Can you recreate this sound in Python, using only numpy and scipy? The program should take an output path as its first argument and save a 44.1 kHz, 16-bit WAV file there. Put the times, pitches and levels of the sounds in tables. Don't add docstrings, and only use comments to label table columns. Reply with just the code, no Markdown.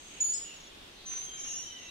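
import sys
import numpy as np
from scipy import signal
from scipy.fft import rfft, irfft
from scipy.io import wavfile

SR = 44100
rng = np.random.default_rng(int(sys.argv[2]) if len(sys.argv) > 2 else 0)


def pcm_store(signal):
    levels = np.round(np.clip(np.atleast_2d(signal), -1, 1) * 32767)
    wavfile.write(sys.argv[1], SR, levels.astype(np.int16).T)


N = 83790

HALVES, THIRDS = (1, 3 / 2, 2), (2 / 3, 1, 4 / 3, 5 / 3, 2)


def undb(db):
    return 10 ** (np.asarray(db) / 20)


def unit(x):
    return x / np.sqrt(np.mean(x ** 2))


def band(hz, width_hz):
    f = np.fft.rfftfreq(N, 1 / SR)
    return unit(irfft(rfft(rng.standard_normal(N)) * np.exp(-2 * ((f - hz) / width_hz) ** 2), N))


def gate(start, length, attack_s, release_s):
    t = np.arange(N) / SR - start
    return np.sin(np.pi / 2 * np.clip(np.minimum(t / attack_s, (length - t) / release_s), 0, 1)) ** 2


def glide(start, length, pitches_hz):
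    return np.interp(np.arange(N) / SR, np.linspace(start, start + length, len(pitches_hz)), pitches_hz)


def voice(hz, flutter, flutter_hz, partials=((1, 0),)):
    phase = 2 * np.pi * np.cumsum(hz * (1 + flutter * band(0, flutter_hz))) / SR
    return sum(undb(db) * np.sin(ratio * phase) for ratio, db in partials)


def trees(x, wet_db, pan_db=0, leaves_t60_s=0.36, trunks_t60_s=0.66, delay_s=0.007):
    t = np.arange(N) / SR
    decay = 0.66 * 1000 ** (-t / leaves_t60_s) + 0.34 * 1000 ** (-t / trunks_t60_s)
    echo = rng.standard_normal((2, N)) * decay * np.clip(t / delay_s - 1, 0, 1)
    echo /= np.sqrt(np.sum(echo ** 2, axis=1, keepdims=True))
    scattered = signal.fftconvolve(x[None], echo, axes=1)[:, :N]
    direct = x * undb(np.array([[pan_db], [-pan_db]]) / 2)
    return (direct + undb(wet_db) * scattered) / np.hypot(1, undb(wet_db))


def spaced_mics(x, lag_s):
    f = np.fft.rfftfreq(N, 1 / SR)
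    return np.array([x[0], irfft(rfft(x[1]) * np.exp(-2j * np.pi * f * lag_s), N)])


def forest_floor(level_db=-51.5, sway_db=0.48):
    # frequency_hz, relative_density_db
    spectrum = [(25, -2.5), (55, -1.5), (100, -8), (200, -6), (340, -2.5), (550, -7), (1400, -10.5),
                (2200, -9.5), (3300, -4.5), (4800, -13.5), (7000, -18.5), (10000, -24), (15000, -33)]
    # frequency_hz, correlation
    likeness = [(40, 0.93), (125, 0.94), (250, 0.9), (500, 0.01), (8000, 0)]
    log_f = np.log(np.fft.rfftfreq(N, 1 / SR) + 1)

    def curve(table):
        hz, values = zip(*table)
        return np.interp(log_f, np.log(hz), values)

    colour, alike = undb(curve(spectrum)), curve(likeness)
    mid = irfft(rfft(rng.standard_normal(N)) * colour * np.sqrt(1 + alike), N)
    side = irfft(rfft(rng.standard_normal(N)) * colour * np.sqrt(1 - alike), N)
    return undb(level_db + sway_db * band(0, 8)) * unit(np.array([mid + side, mid - side]))


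def far_insects():
    # start_s, length_s, centre_hz, width_hz, level_db
    drones = [(-.05, 0.3, 6450, 220, -58), (-.05, 0.46, 6110, 150, -62), (-.05, 0.314, 7850, 1400, -60),
              (0.073, .19, 2760, 1000, -53.5), (0.333, 0.4, 5740, 106, -61.5), (0.868, 0.4, 6100, 128, -67),
              (0.933, 0.363, 4000, 960, -56), (1.732, .25, 6470, 126, -55.5)]
    out = np.zeros((2, N))
    for start, length, hz, width, db in drones:
        buzz = np.array([band(hz, width), band(hz, width)])
        out += undb(db) * gate(start, length, attack_s=0.066, release_s=0.072) * buzz
    return out


def cricket(start_s=0.068, group_every_s=0.496, stroke_every_s=0.0335, stroke_s=0.023):
    high_hz, low_hz, level_db = 6700, 6540, -51.5
    group_time = (np.arange(N) / SR - start_s) % group_every_s
    progress = np.clip(group_time % stroke_every_s / stroke_s, 0, 1)
    tone = voice(high_hz + (low_hz - high_hz) * progress, flutter=0.00205, flutter_hz=500)
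    strokes = np.sin(np.pi * progress) * (group_time < 4 * stroke_every_s)
    return trees(undb(level_db) * strokes * tone, wet_db=-15)


def near_bird():
    # start_s, length_s, start_hz, middle_hz, end_hz, flutter_share
    call = [(.2, .038, 6885, 6895, 6770, .0012), (.231, .034, 6550, 6280, 6080, .033),
            (.24, .094, 6880, 6892, 6920, .0016), (.32, .028, 6990, 7070, 7060, .005),
            (.329, .05, 8080, 7830, 7520, .021)]
    opening_db = [-19.5, -50, -54]
    crack_db = [-41, -44, -59]
    hold_db = [-53, -25, -48, -61, -69]
    lift_db = [-45, -31.5, -58, -70, -74]
    squeak_db = [-40, -37, -57.5, -70]
    timbres = (zip(HALVES, opening_db), zip(HALVES, crack_db),
               zip(THIRDS, hold_db), zip(THIRDS, lift_db), zip(THIRDS, squeak_db))
    out = np.zeros(N)
    for (start, length, *pitches, flutter), partials in zip(call, timbres):
        tone = voice(glide(start, length, pitches), flutter, flutter_hz=930, partials=partials)
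        out += gate(start, length, attack_s=0.012, release_s=0.012) * tone
    return spaced_mics(trees(out, wet_db=-1.5, pan_db=-0.5), lag_s=-25e-6)


def far_birds():
    # start_s, length_s, start_hz, middle_hz, end_hz,
    # level_db, flutter_share
    calls = [(.44, 0.125, 2965, 2812, 2743, -48.5, .035), (.63, 0.063, 3650, 3400, 3270, -54, 0.011),
             (0.692, 0.21, 3654, 3676, 3760, -61.5, 0.0091), (1.254, 0.21, 3245, 3191, 3203, -47.5, 0.0075),
             (1.349, 0.14, 2400, 2300, 2280, -57, 0.018), (1.447, 0.0916, 2996, 2817, 2770, -48, 0.0121),
             (1.522, 0.098, 2850, 2912, 2880, -47, 0.0275), (1.617, 0.19, 3198, 3044, 3104, -48.5, 0.014),
             (1.723, 0.16, 2044, 2000, 1984, -57, 0.031), (1.776, 0.17, 2885, 2748, 2655, -49.5, 0.023)]
    out = np.zeros(N)
    for start, length, *pitches, db, flutter in calls:
        tone = voice(glide(start, length, pitches), flutter, flutter_hz=285, partials=[(0.99, 0.024)])
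        out += undb(db) * gate(start, length, attack_s=0.014, release_s=0.039) * tone
    return trees(out, wet_db=1.5)


def long_notes(gain_db=3.5):
    # start_s, length_s, start_hz, middle_hz, end_hz, relative_level_db
    notes = [(1.05, .17, 6130, 6060, 6110, -41.5), (1.066, .23, 6350, 6325, 6325, -46),
             (1.185, .06, 6290, 6200, 6270, -50), (1.32, .26, 6340, 6305, 6320, -46),
             (1.376, .075, 6610, 6570, 6520, -46), (1.43, .2, 6540, 6630, 6660, -45.5),
             (1.365, .27, 5820, 5790, 5790, -52), (1.45, .225, 5920, 5878, 5880, -46),
             (1.66, .3, 5872, 5872, 5878, -59.5)]
    partial_db = [2.5, -16.5, -30.5]
    out = np.zeros(N)
    for start, length, *pitches, db in notes:
        pitch = glide(start, length, pitches)
        tone = voice(pitch, flutter=0.0048, flutter_hz=240, partials=zip(HALVES, partial_db))
        out += undb(db + gain_db) * gate(start, length, attack_s=0.019, release_s=0.033) * tone
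    return spaced_mics(trees(out, wet_db=0.5, pan_db=-0.5), lag_s=40e-6)


def leaves(centre_hz=2270, width_hz=1900, attack_s=0.0067):
    # start_s, decay_s, level_db
    rustles = [(1.109, 0.085, -47.5), (1.328, 0.049, -53), (1.447, 0.021, -46.5)]
    t = np.arange(N) / SR
    swell = sum(undb(db) * np.clip((t - start) / attack_s, 0, 1) * np.exp(-np.abs(t - start) / decay)
                for start, decay, db in rustles)
    return swell * np.array([band(centre_hz, width_hz), band(centre_hz, width_hz)])


def far_pips(length_s=0.026, fall_hz=(3920, 3813)):
    # start_s, level_db
    pips = [(1.33, -50.5), (1.402, -51), (1.482, -49.5), (1.552, -55), (1.623, -49), (1.694, -49.5),
            (1.761, -51), (1.826, -50.5), (1.88, -42.5)]
    out = np.zeros(N)
    for start, db in pips:
        tone = voice(glide(start, length_s, fall_hz), flutter=0.0101, flutter_hz=298)
        out += undb(db) * gate(start, length_s, attack_s=0.008, release_s=0.012) * tone
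    return trees(out, wet_db=2)


def scene():
    return (forest_floor() + far_insects() + cricket() + near_bird()
            + far_birds() + long_notes() + leaves() + far_pips())


def record(dry, top_hz=15650):
    return signal.sosfilt(signal.ellip(10, 0.2, 80, top_hz, fs=SR, output="sos"), dry)


dry = scene()
out = record(dry)
pcm_store(out)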